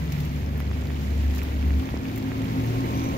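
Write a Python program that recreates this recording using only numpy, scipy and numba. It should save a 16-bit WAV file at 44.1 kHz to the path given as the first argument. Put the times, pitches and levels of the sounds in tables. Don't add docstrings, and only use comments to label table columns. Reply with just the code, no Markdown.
import sys
import numpy as np
from scipy import signal
from scipy.fft import rfft, irfft
from scipy.io import wavfile
from scipy.ndimage import uniform_filter1d
from numba import njit

SR = 44100
rng = np.random.default_rng(int(sys.argv[2]) if len(sys.argv) > 2 else 0)


def transcribe(u):
    v = np.clip(np.atleast_2d(u).T, -1, 1)
    q = np.round(v * 32767).astype(np.int16)
    wavfile.write(sys.argv[1], SR, q)


def field_ratio(decibels):
    return 10 ** (np.asarray(decibels, dtype=float) / 20)


N = 139797

# f/Hz, left gain/dB, right gain/dB
PORT_RESPONSE = [(573, -1, -1.5), (1260, -1.5, -1.5), (1500, -6, -2), (2240, -3.5, 3), (2780, -2.5, 0),
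                 (4730, -1.5, -4), (6740, -3.5, 0), (7300, -6, -0.5), (8200, -11, -10.5), (9100, -6, -3),
                 (10000, -5.5, -6), (11030, -6, -23), (11780, 0.5, -5), (12300, 6.5, -6.5),
                 (14000, 7, -1.5), (15200, 6.5, -2)]
BAND_LIMIT_HZ = 15760
LAG_S = 20 / 44100

# f/Hz, level/dB per Hz
WASH_SPECTRUM = [(400, -5), (1000, -4), (2200, -6), (4000, -11.5), (7000, -18), (11000, -22),
                 (16000, -26.5)]
# t/s, level/dB (before WASH_GAIN_DB), extra treble level/dB
WASH_COURSE = [(0, -44, -1.5), (.3, -45.5, 1), (.5, -45.5, -1.5), (1.2, -46, 2), (1.4, -43.5, 0),
               (1.6, -44.5, 0), (2.36, -43.5, -1), (2.8, -42.5, 1.5), (3.17, -42.5, 1)]
WASH_GAIN_DB, WASH_TREBLE_HZ = 4, 3300
FLICKER_DB, DROPS_PER_S, SIZE_SPREAD_DB, PATTER_DB = 1.5, 1100, 3.5, -5
# f/Hz, share/1
ROAD_SHARE = [(100, 0.96), (300, 0.94), (600, 0.12), (1200, 0.64), (2200, 0.13), (5000, 0), (12000, 0.02)]

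# f/Hz, level/dB per Hz
RUMBLE_SPECTRUM = [(15, -40), (25, -17), (55, -9), (80, -1), (100, -6.5), (200, -7.5), (250, -7.5),
                   (340, -12), (1200, -29.5)]
# t/s, level/dB, extra level of the upper part/dB
RUMBLE_COURSE = [(0, -32, -2.5), (2.2, -30.5, -2), (3.17, -27, 0.5)]
RUMBLE_UPPER_HZ = 280

# t/s, level/dB
DRONE_LEVEL = [(0, -33), (.4, -31), (.63, -24), (.87, -28), (1.05, -25.5), (1.27, -19.5), (1.42, -28.5),
               (1.6, -22.5), (1.76, -18), (1.8, -21.5), (1.85, -41), (1.95, -34), (2.06, -41), (2.3, -44),
               (3.17, -65)]
DRONE_HZ, DRONE_SAG_HZ_PER_S = 72.33, 1.05
# t/s, f/Hz, level/dB
HUM_COURSE = [(0, 95.76, -34.5), (.4, 96, -35.5), (1.5, 102.8, -38.5), (2.2, 108, -36.5),
              (2.6, 112.2, -28.5), (3.0, 117.5, -31), (3.17, 113.4, -40)]
# t/s, f/Hz
ENGINE_RATE = [(0, 49.06), (1.1, 50.91), (2.0, 52.76), (2.6, 52.97), (3.17, 53.8)]
# t/s, level/dB
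ENGINE_LEVEL = [(0, -40), (.6, -40), (1.3, -39.5), (1.4, -35), (1.5, -38.5), (1.6, -35.5), (1.85, -31.5),
                (1.93, -45.5), (2.05, -31), (2.13, -39.5), (2.25, -31), (2.33, -37.5), (2.45, -30),
                (2.53, -42), (2.58, -29.5), (2.7, -40), (2.8, -31.5), (2.89, -42), (3.0, -33.5),
                (3.17, -38)]
# order/1, relative level at 2.5 s/dB, growth/dB per s
ENGINE_ORDERS = [(3, -6.5, -0.5), (4, -6.5, -0.5), (5, 3, 2.5), (6, -11.5, 2.5), (7, -10, 9), (10, -18, 15),
                 (17, -15.5, 10), (20, -16.5, 10)]
ENGINE_WAVER_DB = 3.5
FADING_TONE_HZ, FADING_TONE_DB, FADING_TONE_HOLD_S = 163, -34.5, 0.25

# t/s, envelope peak level/dB, relative level below 7 kHz/dB, t60/s
SPLASH_EVENTS = [(0.057, -43.5, -1, .02), (0.123, -37, 9, 0.043), (.203, -42.5, 8, 0.051),
                 (.2487, -45.5, 8, 0.083), (.578, -38, -10, .015), (0.603, -35.5, -3, 0.011),
                 (1.348, -41, 5, .08), (1.36, -45, 5, 0.061), (1.382, -43.5, 12, 0.072),
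                 (1.431, -39, 2, .04), (2.1598, -36, -8, .025), (2.1774, -35.5, -4, 0.044),
                 (2.6635, -42, -6, .02)]
SPLASH_RIGHT_DB, SPLASH_RISE_S = -3, 0.011
# t/s, peak level/dB, left minus right level/dB, ring f/Hz, width/cycles, relative snap level/dB
DROP_EVENTS = [(.6037, -19.5, 3, 1080, .22, -11), (.7143, -24, -5, 1100, .3, -9),
               (.826, -30, -4, 1000, .32, -9), (.8575, -31, -3, 2400, .5, -8),
               (.872, -31.5, -5, 4000, 1.1, -12), (.9048, -23, -3, 1100, .26, -18),
               (1.3735, -29, -4, 1200, .5, -16), (1.393, -32, -4, 2400, 1.8, -12),
               (1.4178, -24.5, -6, 2000, .6, -16), (1.6275, -29, -5, 2100, .45, -7),
               (1.7066, -24, -5, 1700, .4, -20), (1.8904, -21, 3, 1500, .26, -24),
               (1.9668, -23, 2, 700, .3, -12), (2.0548, -24, 5, 2200, .7, -14),
               (2.176, -30, 0, 2020, 1.2, -14), (2.3184, -21.5, -4, 1450, .36, -22)]
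SNAP_HZ = 4530
BUMP_S, BUMP_PEAK_DB, BUMP_HZ = 1.9428, -14.5, 227

CUPPING_S, CUPPING_LENGTH_S, CUPPING_EDGE_S, CUPPING_RIGHT_DELAY_S = 2.895, .215, .04, .025
# centre f/Hz, waver of f/Hz, level/dB
RINGING_BANDS = [(2355, 55, -49), (5940, 105, -50.5)]


def curve(table, col, t):
    a = np.array(table, float)
    return np.interp(t, a[:, 0], a[:, col])


def bins_hz():
    return np.fft.rfftfreq(N, 1 / SR)


def over_hz(table, col=1):
    a = np.array(table, float)
    return np.interp(np.log(bins_hz() + 1), np.log(a[:, 0]), a[:, col])


def colour(x, gain):
    return irfft(rfft(x) * gain, N)


def high_pass(corner_hz, order=4):
    return 1 / (1 + (corner_hz / (bins_hz() + 1)) ** order)


def unit(x):
    return x / np.sqrt(np.mean(x ** 2))


def walk(rate):
    k = int(SR / rate)
    held = np.repeat(rng.standard_normal(N // k + 1), k)
    return 1.21 * uniform_filter1d(uniform_filter1d(held, k), k)[:N]


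def from_left(x):
    return np.array([x, colour(x, np.exp(-2j * np.pi * bins_hz() * LAG_S))])


def spread(make):
    share = np.clip(over_hz(ROAD_SHARE), 0, 1)
    shared = from_left(colour(make(), np.sqrt(share)))
    return shared + colour(np.array([make(), make()]), np.sqrt(1 - share))


def tone(hz, db):
    return np.sqrt(2) * field_ratio(db) * np.sin(2 * np.pi * (np.cumsum(hz) / SR + rng.random()))


def wavelet(a, width):
    return -np.cos(2 * np.pi * a) * np.exp(-(a / width) ** 2)


@njit
def grains(rows, n):
    out = np.zeros(n)
    for r in rows:
        w = 2 * np.pi * r[1] / SR
        p, z = np.exp(1j * w - r[1] / SR / r[2]), r[3] + 0j
        for i in range(int(r[0]), min(n, int(r[0] + 6 * r[2] * SR / r[1]))):
            out[i] += z.imag
            z *= p
    return out


def rain_stream():
    u = rng.random((int(DROPS_PER_S * N / SR), 4))
    hz = 700 * 20 ** u[:, 1]
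    size = field_ratio(-SIZE_SPREAD_DB * np.log(1.003 - u[:, 2])) * np.sqrt(hz)
    cycles = 1 + 3 * u[:, 3] ** 2
    patter = grains(np.c_[u[:, 0] * N, hz, cycles, size * np.sqrt(hz / cycles)], N)
    hiss = rng.standard_normal(N) * field_ratio(FLICKER_DB * walk(20))
    return hiss + field_ratio(PATTER_DB) * unit(patter)


def rain(t):
    wash = unit(colour(spread(rain_stream), field_ratio(over_hz(WASH_SPECTRUM))))
    treble = colour(wash, high_pass(WASH_TREBLE_HZ))
    wash = wash + treble * (field_ratio(curve(WASH_COURSE, 2, t)) - 1)
    return wash * field_ratio(curve(WASH_COURSE, 1, t) + WASH_GAIN_DB)


def rumble(t):
    gain = field_ratio(over_hz(RUMBLE_SPECTRUM)) / (1 + (bins_hz() / 1200) ** 6)
    x = unit(colour(spread(lambda: rng.standard_normal(N)), gain))
    upper = colour(x, high_pass(RUMBLE_UPPER_HZ))
    x = x - upper + upper * field_ratio(curve(RUMBLE_COURSE, 2, t))
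    return x * field_ratio(curve(RUMBLE_COURSE, 1, t))


def droning_engine(t):
    hz = DRONE_HZ - DRONE_SAG_HZ_PER_S * t
    second_db = -39 + 4 * walk(6.0) - 25 * np.clip(t - .9, 0, 1)
    return tone(hz, curve(DRONE_LEVEL, 1, t)) + tone(2 * hz, second_db)


def low_hum(t):
    hz = curve(HUM_COURSE, 1, t) * (1 + .02 * walk(10))
    return tone(hz, curve(HUM_COURSE, 2, t) + 2.5 * walk(15))


def nearing_engine(t):
    hz, db = curve(ENGINE_RATE, 1, t), curve(ENGINE_LEVEL, 1, t)
    mean_db = uniform_filter1d(db, SR // 2)
    out = np.zeros(N)
    for order, rel_db, growth in ENGINE_ORDERS:
        base_db = db if order == 5 else mean_db + ENGINE_WAVER_DB * walk(7.92)
        order_hz = order * hz * (1 + .003 * walk(12))
        out = out + tone(order_hz, base_db + rel_db + growth * (t - 2.5) + 1.43 * walk(25.06))
    return out


def fading_tone(t):
    fall_db = 100 * np.clip(t - FADING_TONE_HOLD_S, 0, 1)
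    return tone(np.full(N, FADING_TONE_HZ), FADING_TONE_DB + 2 * walk(11.2) - fall_db)


def engines(t):
    return from_left(droning_engine(t) + low_hum(t) + nearing_engine(t) + fading_tone(t))


def splashes(t):
    s = np.array(SPLASH_EVENTS, float)
    age = t - s[:, :1]
    t60 = np.where(age > 0, np.maximum(s[:, 3:], .005), SPLASH_RISE_S)
    env = field_ratio(s[:, 1:2] - 60 * np.abs(age) / t60)
    grain = field_ratio(3.5 * rng.standard_normal((2, N // 20 + 1))).repeat(20, axis=1)[:, :N]
    noise = rng.standard_normal((2, N)) * grain
    low = 1 / (1 + (bins_hz() / 7000) ** 4)
    spray = colour(noise * env.sum(0), 1 - low)
    low_env = (env * field_ratio(s[:, 2:3])).sum(0)
    spray = spray + colour(noise * low_env, low * high_pass(1200))
    return spray * field_ratio(np.array([[0], [SPLASH_RIGHT_DB]]))


def near_drops(t):
    out = np.zeros((2, N))
    for t0, db, pan_db, hz, width, snap_db in DROP_EVENTS:
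        tick = wavelet((t - t0) * hz, width) + field_ratio(snap_db) * wavelet((t - t0) * SNAP_HZ, 0.42)
        out = out + field_ratio(db + np.array([[pan_db], [-pan_db]]) / 2) * tick
    return out


def bump(t):
    body = field_ratio(BUMP_PEAK_DB) * wavelet((t - BUMP_S) * BUMP_HZ, 0.39)
    return body + field_ratio(BUMP_PEAK_DB - 9.5) * wavelet((t - BUMP_S + 0.0019) * 650, 0.52)


def cupping(t):
    age = t - CUPPING_S - np.array([[0], [CUPPING_RIGHT_DELAY_S]])
    bands = sum(tone(f + waver_hz * walk(400), db + 2 * walk(60)) for f, waver_hz, db in RINGING_BANDS)
    swell = np.clip(np.minimum(age, CUPPING_LENGTH_S - age) / CUPPING_EDGE_S, 0, 1)
    return swell * from_left(bands)


def scene():
    t = np.arange(N) / SR
    return rain(t) + rumble(t) + engines(t) + splashes(t) + near_drops(t) + bump(t) + cupping(t)


def top_cut(x):
    return signal.sosfilt(signal.butter(12, 15740, fs=SR, output="sos"), x)


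def record(dry):
    gain = field_ratio(np.array([over_hz(PORT_RESPONSE, col=1), over_hz(PORT_RESPONSE, col=2)]))
    mix = colour(dry, gain * (bins_hz() < BAND_LIMIT_HZ))
    return top_cut(mix)


dry = scene()
out = record(dry)
transcribe(out)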